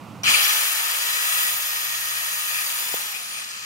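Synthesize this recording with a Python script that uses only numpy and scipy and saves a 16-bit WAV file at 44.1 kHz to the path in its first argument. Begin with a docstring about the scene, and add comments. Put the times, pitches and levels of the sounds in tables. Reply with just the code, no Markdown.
"""Circular saw cutting a board

A corded circular saw starts with a clack outdoors, runs up, cuts through a board and coasts down.
Meshing gear teeth excite housing resonances; fan and blade give shaped noise; motor and cutting teeth
give tones locked to the rotation. The motor sags a little under load. A wooden knock, built of damped
modes, comes as the trigger is released; the blade then slows, chattering, over faint outdoor noise."""
import sys
import numpy as np
from scipy import signal
from scipy.fft import rfft, irfft
from scipy.io import wavfile

SR = 44100
rng = np.random.default_rng(int(sys.argv[2]) if len(sys.argv) > 2 else 0)


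def store_wav(level_fs):
    """Save 16-bit WAV to argv[1]."""
    pcm = np.round(np.clip(np.atleast_2d(level_fs), -1, 1) * 32767)
    wavfile.write(sys.argv[1], SR, pcm.T.astype(np.int16))


N = 160965
T = np.arange(N) / SR  # time [s]
HZ = np.maximum(np.fft.rfftfreq(2 * N, 1 / SR), 1)  # frequency [Hz] of the zero-padded spectrum

START_S, RELEASE_S = .234, 2.96  # trigger pressed and let go
PINION_TEETH = 7
BLADE_ORDER = .35  # blade turns per motor turn
FADE_S = .052
MICROPHONE_LOW_CUT_HZ = 61

# spells in which the teeth bite the wood: (start [s], end [s], level of the tooth tones [dB])
BITES = [(1.036, 1.496, -34), (1.607, 2.64, -34.5)]
# rush of fan and blade: (time [s], level [dB])
RUSH_LEVEL = [(.234, -32), (.26, -27.5), (.3, -19.5), (.46, -23), (.72, -25.5), (1.15, -27), (1.42, -26),
              (1.62, -29.5), (2.4, -31), (2.62, -29), (2.95, -28.5), (3.1, -31.5), (3.28, -35),
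              (3.38, -33.5), (3.54, -38.5)]


def from_db(db):
    """Logarithmic level: decibels become an amplitude gain."""
    return 10 ** (np.asarray(db) / 20)


def rms_one(x):
    """Power normalisation: the mean square becomes one."""
    return x / np.sqrt(np.mean(x ** 2) + 1e-20)


def in_time(rows):
    """Linear interpolation of (time, value) points."""
    return np.interp(T, *np.transpose(rows))


def gain_by_hz(points):
    """Frequency response: (frequency, level) points joined on a logarithmic frequency axis."""
    hz, db = np.transpose(points)
    return from_db(np.interp(np.log(HZ), np.log(hz), db))


def filtered(x, response):
    """Linear filtering: the spectrum is multiplied by a frequency response."""
    return irfft(rfft(x, 2 * N) * response)[..., :N]


def low_cut(x, hz):
    """Third-order high-pass filtering."""
    return signal.sosfilt(signal.butter(3, hz, "high", fs=SR, output="sos"), x)


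def noise(colour):
    """Incoherent shaped noises of unit power for three paths: direct, scattered left, scattered right."""
    return rms_one(filtered(rng.standard_normal((3, N)), gain_by_hz(colour)))


def drift(rate_hz):
    """Random modulation: low-pass noise with a spread of one."""
    return rms_one(filtered(rng.standard_normal(N), 1 / (1 + (HZ / rate_hz) ** 2)))


def resonate(x, peaks):
    """Modal filtering: parallel two-pole resonances of alternating sign, at unit power."""
    out = 0
    for k, (hz, width, db) in enumerate(peaks):
        radius = np.exp(-np.pi * width / SR)
        poles = [1, -2 * radius * np.cos(2 * np.pi * hz / SR), radius * radius]
        gain = (-1) ** k * from_db(db) * (1 - radius * radius)
        out = out + gain * signal.lfilter([1, 0, -1], poles, x)
    return rms_one(out)


def strike(s, modes):
    """Impact excitation: one blow sets exponentially damped modes ringing."""
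    age = np.maximum(T - s, 0)
    out = 0
    for k, (hz, db, t60) in enumerate(modes):
        decay = np.exp(-np.log(1000) * age / t60)
        out = out + (-1) ** k * from_db(db) * decay * np.sin(2 * np.pi * hz * age)
    return out


def held(start, end):
    """Trapezoidal envelope, at half height at its start and end times."""
    return np.clip(np.minimum(T - start, end - T) / FADE_S + .5, 0, 1)


def swell(s, width):
    """Gaussian envelope whose width is one standard deviation."""
    return np.exp(-.5 * ((T - s) / width) ** 2)


def outdoors(width, pan_db):
    """Partly coherent distant noise; its level falls after the saw starts and slowly creeps back."""
    # spectrum: (frequency [Hz], relative density [dB per Hz])
    colour = [(25, -46), (105, 0.5), (220, 0), (400, -12.5), (1200, -9.5), (1700, -23.5), (2600, -19.5),
              (3700, -27), (15000, -39)]
    # (time [s], level [dB])
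    level = [(0, -40.5), (.29, -41), (.38, -57), (.8, -71.5), (3.65, -59.5)]
    three = noise(colour)
    sides = rms_one(three[0] + width * three[1:])
    return from_db(in_time(level)) * sides * from_db([[pan_db / 2], [-pan_db / 2]])


def starting_clack():
    """Impact at the start: two damped modes ring."""
    # modes: (frequency [Hz], level [dB], decay time to -60 dB [s])
    modes = [(2380, -30, .04), (5720, -19.5, 0.28)]
    return strike(START_S, modes)


def board(waver):
    """Sympathetic vibration: the board hums during the cut and its modes ring in a knock at the end."""
    # modes of the knock: (frequency [Hz], level before the low cut [dB], decay time to -60 dB [s])
    knock_modes = [(160, -40, 0.067), (455, -21.5, .025), (626, -22, 0.02), (895, -22.5, .016)]
    hum = np.sqrt(2) * np.sin(2 * np.pi * 129 * T) * (1 + waver * drift(7.2))
    knock = low_cut(strike(2.9403, knock_modes), MICROPHONE_LOW_CUT_HZ)
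    return from_db(-59) * held(1.19, 2.62) * hum + knock


def rotor_turns(flutter):
    """Rotational dynamics: integrated speed, driven until the release, then slowed by drag and friction."""
    # motor speed under power, before flutter: (time [s], speed [turns per second])
    driven_speed = [(.234, 40), (.26, 150), (.29, 236), (.34, 325), (.42, 390), (.5, 422), (.58, 437),
                    (.74, 451), (.98, 470), (1.14, 483.6), (1.28, 486.2), (1.5, 482), (1.68, 465.8),
                    (2.3, 467.5), (2.66, 470.6), (2.82, 484.5), (2.96, 493)]
    drag_s, friction_hz_per_s = .765, 32
    run_up_flutter, settle_s = .009, .4
    coast = np.maximum(T - RELEASE_S, 0)
    speed = in_time(driven_speed) / (1 + coast / drag_s) - friction_hz_per_s * coast
    shudder = run_up_flutter * np.exp(-np.abs(T - START_S) / settle_s) * drift(200)
    return np.cumsum(speed * (1 + flutter * drift(40) + shudder)) / SR


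def air(turns, throb, flicker_db):
    """Aerodynamic noise: a rush of fan and blade and a top hiss, amplitude-modulated once per turn."""
    # spectrum of the rush: (frequency [Hz], relative density [dB per Hz])
    rush_colour = [(50, -42), (130, -15.5), (300, -20), (500, -9), (900, -2), (2000, 2.5), (3000, 1),
                   (3800, 2.5), (4900, -1.5), (7900, 1), (10000, -3), (15500, -9)]
    # spectrum of the hiss: (frequency [Hz], relative density [dB per Hz])
    hiss_colour = [(3000, -36), (6000, -14), (8000, -3), (10300, 8.5), (12000, 5), (14000, 4), (15500, 5.5)]
    # top hiss: (time [s], level [dB])
    hiss_level = [(.234, -45), (.3, -29), (.42, -24.5), (.62, -24), (.8, -28.5), (1.15, -28.5), (1.3, -25),
                  (1.47, -25), (1.7, -31), (2.45, -29), (2.6, -28), (2.9, -29.5), (3.1, -36.5), (3.38, -45),
                  (3.55, -67)]
    rush = from_db(in_time(RUSH_LEVEL)) * noise(rush_colour)
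    hiss = from_db(in_time(hiss_level)) * noise(hiss_colour)
    throbbing = 1 + throb * np.sin(2 * np.pi * turns)
    return (rush + hiss) * throbbing * from_db(flicker_db * drift(47))


def tone(turns, order, rough=.68):
    """Order tone: a sinusoid at a multiple of the rotation, randomly modulated in strength and phase."""
    phase = 2 * np.pi * order * turns + rough * drift(120)
    return np.sqrt(2) * np.sin(phase) * (1 + rough * drift(27))


def motor(turns):
    """Rotational harmonics: commutator whine, fan tone, low rotor and pinion orders, growl under load."""
    # commutator whine: (time [s], level [dB])
    whine_level = [(.234, -32), (.35, -29), (.58, -34.5), (.8, -36), (1.2, -40), (1.45, -33), (2.2, -43),
                   (2.95, -36.5), (3.15, -43), (3.38, -39), (3.52, -46)]
    # fan tone: (time [s], level [dB])
    fan_level = [(.3, -36.5), (.48, -31), (.62, -38), (.78, -47), (1.7, -43.5), (3.1, -45), (3.3, -61)]
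    # low tone at twice the rotation: (time [s], level [dB])
    rotor_level = [(.3, -60), (.47, -43), (.85, -43), (1.3, -49.5), (2, -54.5), (3.1, -48.5), (3.35, -72)]
    # multiples of the rotation that sound with the rush: (order [tones per turn])
    rush_orders = [4, 7, 10]
    # their levels before the low cut: (level against the rush [dB])
    order_levels = [-20, -18, -18]
    commutator_bars, fan_blades, growl_order = 30, 14, 4

    halo = 1 + from_db(-5) * drift(220)  # sparking brushes smear the whine; the fan tone shares it
    whine = from_db(in_time(whine_level)) * tone(turns, commutator_bars, rough=.26) * halo
    fan = from_db(in_time(fan_level)) * tone(turns, fan_blades, rough=.64) * halo
    rotor = from_db(in_time(rotor_level)) * tone(turns, 2, rough=.25)
    orders = sum(from_db(db) * tone(turns, k) for k, db in zip(rush_orders, order_levels))
    # the small housing radiates little below 900 Hz
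    radiated = low_cut(from_db(in_time(RUSH_LEVEL)) * orders, 900)
    load = sum(held(start, end) for start, end, _ in BITES)
    growl = from_db(-37) * load * tone(turns, growl_order, rough=.34)
    return whine + fan + rotor + growl + radiated


def teeth(turns, count=66):
    """Periodic cutting forces: an uneven comb of blade harmonics, with squeals as the blade sings in the kerf."""
    # squeals: (start [s], end [s], multiple of the blade's rotation, level [dB])
    squeal_spells = [(1.04, 1.17, 24, -38), (1.24, 1.55, 48, -36.5), (1.6, 1.85, 32, -40),
                     (2.47, 2.86, 28, -43)]
    spread_db = 7
    comb = 0
    for k, (size, phase) in enumerate(rng.uniform(-1.29, 1, (count, 2)), 1):
        harmonic = np.sin(2 * np.pi * (k * BLADE_ORDER * turns + phase))
        comb = comb + from_db(spread_db * size) * harmonic
    cutting = sum(from_db(db) * held(start, end) for start, end, db in BITES)
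    squeals = 0
    for start, end, k, db in squeal_spells:
        squeals = squeals + from_db(db) * held(start, end) * tone(turns, k * BLADE_ORDER)
    return squeals + rms_one(low_cut(comb, 1400)) * cutting


def tooth_clicks(turns, uneven_db=0):
    """Impulsive gear meshing: one click of random strength per pinion tooth, independent on three paths."""
    meshing = np.diff(np.floor(turns * PINION_TEETH), prepend=0)
    return meshing * rng.standard_normal((3, N)) * from_db(uneven_db * drift(120))


def rasp(turns):
    """Backlash: without drive the gear teeth mesh loosely, in coarse uneven clicks that ring."""
    # resonances: (frequency [Hz], width [Hz], relative level [dB])
    rings = [(4430, 490, 5), (6440, 1400, 0)]
    coast = np.maximum(T - RELEASE_S, 0)
    level = from_db(-41.5 + 5.5 * coast) * np.minimum(coast / FADE_S, 1)  # rises 5.5 dB per second
    return level * resonate(tooth_clicks(turns, uneven_db=2.5), rings)


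def gears(turns):
    """Forced resonance: meshing teeth ring the housing, grind under starting torque and chatter in bursts."""
    # steady rattle: (time [s], level [dB])
    rattle_level = [(.234, -32), (.255, -23), (.27, -16), (.35, -23), (.48, -24.5), (.75, -29), (1.05, -30),
                    (1.38, -27), (1.6, -32.5), (2.58, -32), (2.95, -36), (3.18, -38.5), (3.65, -35.5)]
    # resonances of housing, guard and blade: (frequency [Hz], width [Hz], relative level [dB])
    housing = [(1241, 69, 3), (1800, 85, 1.5), (1934, 49, -3.5), (2278, 47, 0), (2471, 24, 4.5),
               (2690, 86, 0), (3060, 134, -1), (3484, 28, 3), (3980, 95, -2), (4910, 114, -4),
               (5230, 32, -3), (6620, 620, -7.5)]
    # grinding resonances: (frequency [Hz], width [Hz], relative level [dB])
    grind_rings = [(2314, 190, 6), (3130, 300, 7.5), (4170, 180, 5.5), (4780, 81, 8.5)]
    # bursts of chatter: (centre [s], standard deviation [s], peak level [dB])
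    chatters = [(0.279, 0.015, -18.5), (0.348, .008, -18), (2.57, .035, -33), (3.155, 0.018, -33.5),
                (3.375, 0.026, -35), (3.548, 0.0079, -39)]
    # chatter resonances: (frequency [Hz], width [Hz], relative level [dB])
    chatter_rings = [(2440, 160, 9), (3370, 100, -5)]

    rattle = from_db(in_time(rattle_level)) * resonate(tooth_clicks(turns), housing)
    clicks = tooth_clicks(turns)
    grind = from_db(-20) * swell(.3, .16) * resonate(clicks, grind_rings)
    bursts = sum(from_db(db) * swell(s, width) for s, width, db in chatters)
    return rattle + grind + bursts * resonate(clicks, chatter_rings)


def paths(x, left_s, right_s, echo_db):
    """Reflection: the direct sound and a delayed, weaker copy for each side's scattered path."""
    echoes = [from_db(echo_db) * np.interp(T - lag, T, x, left=0) for lag in (left_s, right_s)]
    return np.array([x] + echoes)


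def place(three):
    """Interaural-type cues: direct sound leads on the left; scatter from wall and paving fills both sides."""
    # scattered against direct sound: (frequency [Hz], level ratio [dB])
    scatter_ratio = [(800, -7), (2400, 5), (4200, -5), (7000, 4), (11000, 3.5), (13000, -28)]
    # phase by which the left microphone leads: (frequency [Hz], phase [rad])
    phase_lead = [(100, 0.37), (500, 1.12), (1500, 3.1), (2000, 3.37), (2600, 4.9), (3300, 2.18),
                  (5400, 6.18), (11000, 13.7), (13000, 13.68)]
    # left minus right, for direct and scattered sound alike: (frequency [Hz], level difference [dB])
    balance = [(100, -3), (600, 0), (1150, 5), (1800, 5), (2050, 4.5), (3050, 6), (3900, -2), (10500, 2)]

    scatter = gain_by_hz(scatter_ratio)
    hz, radians = np.transpose(phase_lead)
    right_lag = np.interp(HZ, hz, radians) * np.array([[0], [1]])
    # the root shares the power between direct and scattered sound
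    gain = gain_by_hz(balance) ** np.array([[.5], [-.5]]) / np.sqrt(1 + scatter ** 2)
    direct = filtered(three[0], gain * np.exp(-1j * right_lag))
    return direct + filtered(three[1:], gain * scatter)


def scene():
    """Superposition: saw and board in front of the outdoor noise."""
    background = outdoors(width=.45, pan_db=-5)
    turns = rotor_turns(flutter=.0012)
    running = T >= START_S
    noisy = running * (air(turns, throb=.042, flicker_db=.54) + rasp(turns) + gears(turns))
    tonal = running * (motor(turns) + teeth(turns)) + starting_clack() + board(waver=.14)
    saw = noisy + paths(tonal, left_s=.0041, right_s=.0029, echo_db=-2.5)
    return place(saw) + background


def record(dry):
    """Band limiting: the microphone drops the deep bass, and the top is cut steeply at 15750 Hz."""
    return filtered(low_cut(dry, MICROPHONE_LOW_CUT_HZ), 1 / (1 + (HZ / 15750) ** 200))


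dry = scene()
out = record(dry)
store_wav(out)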